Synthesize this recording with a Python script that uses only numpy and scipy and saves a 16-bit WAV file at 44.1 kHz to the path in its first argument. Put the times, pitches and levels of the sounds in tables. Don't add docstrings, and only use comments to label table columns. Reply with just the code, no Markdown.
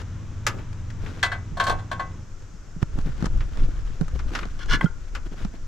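import sys
import numpy as np
from scipy import signal
from scipy.fft import rfft, irfft, next_fast_len
from scipy.io import wavfile
from scipy.ndimage import map_coordinates

SR = 44100
rng = np.random.default_rng(int(sys.argv[2]) if len(sys.argv) > 2 else 0)


def wav_record(signal):
    frames = np.transpose(np.atleast_2d(signal))
    bounded = np.clip(frames, -1, 1)
    quanta = np.round(bounded * 32767).astype(np.int16)
    wavfile.write(sys.argv[1], SR, quanta)


N = 250047
T = np.arange(SR // 2) / SR

# time in seconds, murmur level in dB.
MURMUR_LEVEL = [(0, -38), (1.1, -39.5), (2.18, -39), (2.28, -46.5), (5.67, -56)]
# frequency in Hz, relative density in dB.
MURMUR_SPECTRUM = [(24, -42), (40, -21), (97, 2), (194, -17), (327, -19), (381, -27.5), (436, -26.5),
                   (720, -35), (907, -29.5), (4000, -43.5), (5200, -77), (8800, -120)]
HISS_SPECTRUM = [(300, 9), (900, -2.5), (1400, 3.5), (2200, -7.5), (4000, -12.5), (5200, -5.5), (6000, -3),
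                 (7400, -6.5), (8600, -21), (10500, -30.5), (12300, -23.5), (13500, -48)]
# mean frequency in Hz, mean level in dB.
HUM_LINES = [(84, -40.5), (107.7, -39.5), (166.5, -49.5), (215, -57), (251, -59.5)]
# frequency in Hz, relative level in dB.
ECHO_SPECTRUM = [(200, -0.5), (1500, 6.5), (8000, -9)]

# time in seconds, case rumble in dB before RUMBLE_GAIN_DB.
GRIP_LEVEL = [(0, -35.5), (2.2, -41), (2.7, -42), (3.0, -28), (3.7, -27), (4.6, -30.5), (5.67, -34)]
# peak time in seconds, rumble in dB before RUMBLE_GAIN_DB.
SHOVES = [(1.02, -31), (1.54, -30), (1.73, -28.5), (2.98, -24), (3.33, -22.5), (3.412, -22), (3.65, -18.5),
          (4.26, -25.5), (4.72, -17.5), (5.45, -26.5)]
# peak time in seconds, half length in seconds, relative rustle in dB, relative rub in dB.
STROKES = [(.01, 0.015, -43, -49), (0.552, 0.079, -55, -38), (1.08, 0.063, -45.5, -36.5),
           (1.18, 0.066, -47.5, -47.5), (2.826, 0.0065, -44.5, -30), (2.98, 0.033, -56, -37),
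           (3.076, 0.023, -45.5, -35.5), (3.23, .05, -45, -38), (3.597, 0.079, -46.5, -45),
           (4.016, 0.017, -62, -32), (4.158, 0.01, -45.5, -34), (4.366, 0.077, -39.5, -38.5),
           (4.734, 0.036, -36.5, -30.5), (4.831, 0.025, -44, -30), (5.265, 0.013, -47, -39),
           (5.329, 0.017, -49.5, -39), (5.423, 0.045, -45, -41), (5.552, 0.024, -52, -45)]
# frequency in Hz, relative level in dB.
RUMBLE_SPECTRUM = [(8.8, -18), (15, 10), (35, 3.5), (113, -14), (140, -14.5), (180, -36), (310, -120)]
RUB_SPECTRUM = [(70, -17), (150, 2.5), (300, -3.5), (600, -14), (1200, -26), (2500, -54)]
RUSTLE_SPECTRUM = [(300, 2.5), (900, 1), (1450, 10), (2000, 2.5), (3200, 0), (5500, -7), (7500, -14.5),
                   (9500, -23), (12300, -23), (14500, -49)]

# start in seconds, thump peak in dB before panning, pitch in Hz,
# thump t60 in seconds, left-right difference in dB, tick level in dB.
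BUMPS = [(1.519, -28, 150, 0.057, -7.5, -44), (2.422, -46, 170, .03, 0, -40),
         (2.54, -37.5, 170, 0.081, 11, -60), (2.764, -28.5, 168, .06, -9, -50),
         (2.828, -10, 127, 0.028, -10.5, -22), (2.987, -25, 171, 0.022, -19, -28),
         (3.058, -24, 157, 0.069, 6, -39), (3.09, -26, 121, 0.057, 14.5, -43),
         (3.205, -49, 170, 0.025, 0, -32), (3.225, -15, 173, 0.025, 8, -25.5),
         (3.243, -21, 200, 0.0089, -16, -24), (3.266, -16.5, 143, 0.018, 3, -26),
         (3.573, -32, 150, 0.059, 0, -29), (3.634, -26, 126, 0.071, -9, -47),
         (4.011, -18, 160.5, 0.08, -18, -25), (4.136, -18, 58, 0.29, 7, -55),
         (4.454, -32.5, 203, 0.029, -10, -28), (4.843, -11, 166.4, 0.05, -16.5, -26),
         (5.449, -27, 192, 0.066, -18.5, -26.5)]
# start in seconds, relative level in dB.
GRIT_CLICKS = [(.729, -35), (3.012, -37), (3.257, -19), (3.374, -38), (4.081, -31), (4.592, -32),
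               (4.659, -33), (4.846, -34)]
# frequency in Hz, relative level in dB.
TICK_SPECTRUM = [(250, 14.5), (700, 5.5), (1400, 7.5), (2200, -5), (4000, -7.5), (7000, -9), (12000, -35),
                 (15500, -51)]

# peak time in seconds, level in dB.
SCRAPES = [(4.627, -39.5), (4.738, -21)]
# centre in Hz, width in Hz, relative level in dB.
FRAME_MODES = [(1093, 125, -5), (1380, 56, 1), (1463, 83, 2), (1703, 60, 1.5), (2020, 91, -6.5),
               (2280, 110, -8), (2880, 160, -7.5), (3420, 175, -7.5), (4160, 140, -9.5), (5620, 920, -16.5)]
# start in seconds, frequency in Hz, level in dB, t60 in seconds.
CLINK_MODES = [(4.81, 1078, -20, 0.057), (4.813, 1580, -21.5, 0.08), (4.811, 2020, -15, 0.022),
               (4.811, 890, -24, 0.048), (4.813, 3219, -27.5, 0.026), (4.811, 9000, -44.5, 0.027),
               (4.859, 1417, -24.5, 0.13), (4.86, 1520, -43, 0.083), (4.859, 3190, -36.5, 0.04)]

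# start in seconds, level in dB, treble change in dB,
# t60 in seconds before DAMPING_SHARE, left-right difference in dB.
SNAPS = [(.466, -17.5, 3, 0.094, 1.5), (0.585, -44.5, -20, 0.23, 3), (.902, -42, -4, 0.057, 3),
         (1.062, -34, -27, 0.057, -1), (3.406, -34.5, -21, 0.085, 0.5), (4.191, -33, -12, 0.073, 0.5),
         (4.351, -22, -10.5, 0.078, -2), (4.390, -25.5, -15, 0.032, 2), (4.43, -30, -29, 0.054, 4.5),
         (5.150, -28, -9, 0.08, 3.5)]
# frequency in Hz, relative level in dB.
SNAP_SPECTRUM = [(200, -21), (490, -7), (650, -12.5), (1000, -4.5), (1350, 0.5), (1750, -3), (2300, -3.5),
                 (3000, -7), (4200, -11), (5300, -8.5), (7500, -12), (8600, -27), (12000, -26),
                 (15500, -51)]
# frequency in Hz, factor on the t60.
DAMPING_SHARE = [(400, 2.06), (2000, 1.18), (6000, 0.94), (14000, 0.97)]

# start in seconds, relative level in dB, then changes in dB of the low modes,
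# lower ping, upper ping and treble, then rise constant in seconds.
CLANKS = [(1.228, -8, -8, -11, 5, -2, 0.0016), (1.316, -16, -7.5, -12, -0.5, -12, 0.0031),
          (1.57, -32, 12, 0, -6, 3.5, 0.0021), (1.598, -11.5, -5, 2.5, -11, -5.5, 0.0025),
          (1.638, -30, 1, 9, -8, 10.5, .001), (1.666, -15, 2.5, 1, -8, 1.5, 0.006),
          (1.695, -21, 9.5, -1.5, -6, 3.5, 0.0013), (1.785, -35, 0, -11, -5, -1, 0.004),
          (1.914, -23, 1.5, -0.5, -12, -3, 0.00092), (1.995, -23, 2.5, 3.5, 4.5, -9, 0.0024)]
# frequency in Hz, relative level in dB, t60 in seconds.
STEEL_MODES = [(509, -30, 0.68), (608.3, -12.5, 0.25), (694, -6, 0.19), (757, -11, 0.27), (880, -38, 0.21),
               (973, -5.5, 0.12), (1090, 4, 0.18), (1190, -16, 0.1), (1240, -14.5, 0.2), (1462, -10, 0.22),
               (1550, 0, 0.17), (1604, 0.5, 0.095), (1723, 0, 0.083), (2001, -8, 0.3), (2250, -19.5, 0.27),
               (2560, -41, .13), (2620, -20.5, 0.3), (3230, -10.5, 0.13), (3120, -14, 0.1),
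               (3744, -12, 0.096), (3480, -12.5, 0.17), (4060, -14, 0.14), (4260, -6.5, 0.08),
               (5880, -15.5, 0.092), (7757, -23, .08)]
# frequency in Hz, relative level in dB.
CLATTER_SPECTRUM = [(300, -7.5), (700, 3), (1600, 1), (2400, -6.5), (4200, -5), (5500, -11), (7800, -14),
                    (9000, -22.5), (12000, -27.5), (15500, -45)]

HUM_END_S, HUM_FADE_DB_PER_S = 2.21, 251
RUMBLE_GAIN_DB = 1
RUB_UNDER_DB, RUSTLE_UNDER_DB = -22.5, -26.5
SHOVE_HALF_S, SHOVE_RUB_DB = 0.056, -28
CATCHES_PER_S, CATCH_DB, CATCH_SCATTER_DB = 45, 22.5, 3
THUMP_RISE_S, TICK_T60_S = 0.0014, 0.019
CLICK_T60_S, CLICK_BODY_DB, CLICK_TOP_DB = 0.03, -7, 3.5
SCRAPE_RISE_S, SCRAPE_FALL_S = 0.034, 0.02
SLIPS_PER_S, SLIP_SCATTER_DB = 570, 3
LOWER_PING_HZ, UPPER_PING_HZ, PING_WIDTH_HZ = 1090, 2030, 56
CHATTER_PER_S, CHATTER_DB = 450, 2.5
CONTACT_S = 0.0003
SHADE_DB, SHADE_HZ = 7, 8000
TOP_HZ = 15850


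def amp(db):
    return 10 ** (np.asarray(db) / 20)


def unit(x):
    return x / np.sqrt(np.mean(x ** 2) + 1e-20)


def along(points, hz):
    f, v = np.transpose(points)
    return np.interp(np.log(hz + 1), np.log(f), v)


def curves(rows):
    s, *cols = np.transpose(rows)
    return [np.interp(np.arange(N) / SR, s, c) for c in cols]


def wobble(knots_per_s):
    knots = rng.standard_normal(int(N * knots_per_s / SR) + 4)
    return map_coordinates(knots, [np.arange(N) * knots_per_s / SR])


def swell(peak_s, rise_s, fall_s):
    t = np.arange(N) / SR - peak_s
    return np.exp(-(t / np.where(t < 0, rise_s, fall_s)) ** 2)


def above(hz, corner_hz):
    return 1 - 1 / (1 + (hz / corner_hz) ** 4)


def filtered(x, gain):
    n = x.shape[-1]
    m = next_fast_len(n + 8192)
    return irfft(rfft(x, m) * gain(np.fft.rfftfreq(m, 1 / SR)), m)[..., :n]


def pan(db):
    return amp([[db / 2], [-db / 2]])


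def white(size, width):
    mid, side = rng.standard_normal((2, size))
    return np.array([mid + width * side, mid - width * side])


def noise(spectrum, width, size=N):
    return unit(filtered(white(size, width), lambda hz: amp(along(spectrum, hz))))


def burst(spectrum, t60_s, colour_db, width):
    x = filtered(noise(spectrum, width, size=len(T)), lambda hz: amp(colour_db(hz)))
    hz, t, z = signal.stft(x, SR, nperseg=128)
    band_t60_s = t60_s * along(DAMPING_SHARE, hz)[:, None]
    dying = signal.istft(z * amp(-60 * t / band_t60_s), nperseg=128)[1][:, :len(T)]
    return dying * (1 - np.exp(-(T / CONTACT_S) ** 2))


def ring(hz, t60_s, spread_rad):
    phase = rng.uniform(0, 2 * np.pi) + spread_rad * rng.standard_normal((2, 1))
    return np.sin(2 * np.pi * hz * T + phase) * amp(-60 * T / t60_s)


def add(track, start_s, sound):
    part = track[:, round(start_s * SR):][:, :sound.shape[-1]]
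    part += sound[..., :part.shape[1]]


def air():
    murmur = amp(curves(MURMUR_LEVEL)[0]) * noise(MURMUR_SPECTRUM, width=0.13)
    hiss = amp(-53.0) * noise(HISS_SPECTRUM, width=0.6)
    return murmur + hiss


def hum():
    lines = np.zeros(N)
    for hz, db in HUM_LINES:
        level = amp(db + 1.43 * wobble(5.98))
        pitch_hz = hz + 0.76 * wobble(8.65)
        lines += level * np.sin(2 * np.pi * np.cumsum(pitch_hz) / SR)
    since_end_s = np.maximum(np.arange(N) / SR - HUM_END_S, 0)
    return np.sqrt(2) * lines * amp(-HUM_FADE_DB_PER_S * since_end_s) * pan(db=1.0)


def underbody(x):
    tail = burst(ECHO_SPECTRUM, 0.21, np.zeros_like, width=0.32)
    tail *= 1 - np.exp(-T / 0.003)
    return signal.fftconvolve(x, tail / np.linalg.norm(tail[0]), axes=1)[:, :N]


def catches():
    chance, size = rng.random(N), rng.standard_normal(N)
    pulses = (chance < CATCHES_PER_S / SR) * amp(CATCH_DB + CATCH_SCATTER_DB * np.clip(size, -2, 2))
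    return filtered(pulses, lambda hz: amp(along(TICK_SPECTRUM, hz)))


def handling():
    grip = amp(curves(GRIP_LEVEL)[0])
    shoves = sum(amp(db) * swell(s, SHOVE_HALF_S, SHOVE_HALF_S) for s, db in SHOVES)
    rub_level = amp(RUB_UNDER_DB) * grip + amp(SHOVE_RUB_DB) * shoves
    rustle_level = amp(RUSTLE_UNDER_DB) * grip
    for s, half_s, rustle_db, rub_db in STROKES:
        slide = swell(s, half_s, half_s)
        rub_level = np.hypot(rub_level, amp(rub_db) * slide)
        rustle_level = np.hypot(rustle_level, amp(rustle_db) * slide)
    rumble_level = amp(RUMBLE_GAIN_DB) * np.hypot(grip, shoves)
    rumble = rumble_level * noise(RUMBLE_SPECTRUM, width=0.31) * pan(db=2)
    rub = rub_level * amp(-1 + 3.9 * wobble(120)) * noise(RUB_SPECTRUM, width=0.47)
    flutter = amp(-1.5 + 2.5 * wobble(45) + 2.5 * wobble(600))
    rustle = flutter * noise(RUSTLE_SPECTRUM, width=0.53)
    return rumble + rub + rustle_level * (rustle + catches()) * pan(db=4.0)


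def bumps():
    out = np.zeros((2, N))
    for s, db, hz, t60_s, pan_db, tick_db in BUMPS:
        thump = np.sin(2 * np.pi * hz * T) * amp(-60 * T / t60_s)
        thump *= 1 - np.exp(-T / THUMP_RISE_S)
        add(out, s, amp(db) * thump / np.abs(thump).max() * pan(pan_db))
        add(out, s, amp(tick_db) * burst(TICK_SPECTRUM, TICK_T60_S, np.zeros_like, width=0.8))
    return out


def grit_clicks():
    def bright_db(hz):
        return CLICK_BODY_DB * (1 - above(hz, 1050)) + CLICK_TOP_DB * above(hz, 8500)

    out = np.zeros((2, N))
    for s, db in GRIT_CLICKS:
        click = burst(TICK_SPECTRUM, CLICK_T60_S, bright_db, width=0.61)
        add(out, s, amp(db) * click * pan(db=5))
    return out


def frame_response(hz):
    modes = 0
    for k, (centre, width, db) in enumerate(FRAME_MODES):
        damping = 1j * hz * width
        modes = modes + (-1) ** k * amp(db) * damping / (centre * centre - hz * hz + damping)
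    return modes * (1 - above(hz, corner_hz=13000))


def scrape():
    pressure = sum(amp(db) * swell(s, SCRAPE_RISE_S, SCRAPE_FALL_S) for s, db in SCRAPES)
    slips = white(N, width=0.39) * amp(SLIP_SCATTER_DB * wobble(SLIPS_PER_S))
    return filtered(pressure * slips, frame_response) / np.std(filtered(slips, frame_response))


def clinks():
    out = np.zeros((2, N))
    for s, hz, db, t60_s in CLINK_MODES:
        mode = ring(hz, t60_s, spread_rad=0.23) * (1 - np.exp(-T / 0.00016))
        add(out, s, amp(db) * mode)
    return out * pan(db=1.5)


def snaps():
    out = np.zeros((2, N))
    for s, db, treble_db, t60_s, pan_db in SNAPS:
        crack = burst(SNAP_SPECTRUM, t60_s, lambda hz: treble_db * above(hz, 5600), width=0.4)
        add(out, s, amp(db) * crack * pan(pan_db))
    return out


def near(hz, centre_hz):
    return np.exp(-((hz - centre_hz) / PING_WIDTH_HZ) ** 2)


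def clanks():
    out = np.zeros((2, N))
    for s, db, low_db, lower_db, upper_db, treble_db, rise_s in CLANKS:
        def colour_db(hz):
            return low_db * (1 - above(hz, 1260)) + treble_db * above(hz, 3630)

        modes = np.zeros((2, len(T)))
        for hz, mode_db, t60_s in STEEL_MODES:
            pings_db = lower_db * near(hz, LOWER_PING_HZ) + upper_db * near(hz, UPPER_PING_HZ)
            strike_db = mode_db + colour_db(hz) + pings_db + rng.normal(0, 1)
            modes += amp(strike_db) * ring(hz, t60_s, spread_rad=0.52)
        chatter = amp(CHATTER_DB * wobble(CHATTER_PER_S)[:len(T)])
        clatter = chatter * burst(CLATTER_SPECTRUM, 0.12, colour_db, width=0.44)
        blow = amp(-8) * modes + amp(-8.0) * clatter
        add(out, s, amp(db) * blow * (1 - np.exp(-T / rise_s)))
    return out * pan(db=2.0)


def scene():
    metal = clanks() + snaps() + scrape() + clinks()
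    hand = bumps() + grit_clicks() + handling()
    return metal + amp(-21.0) * underbody(metal) + hand + hum() + air()


def record(dry):
    return filtered(dry, lambda hz: pan(SHADE_DB) ** above(hz, SHADE_HZ) * (hz < TOP_HZ))


dry = scene()
out = record(dry)
wav_record(out)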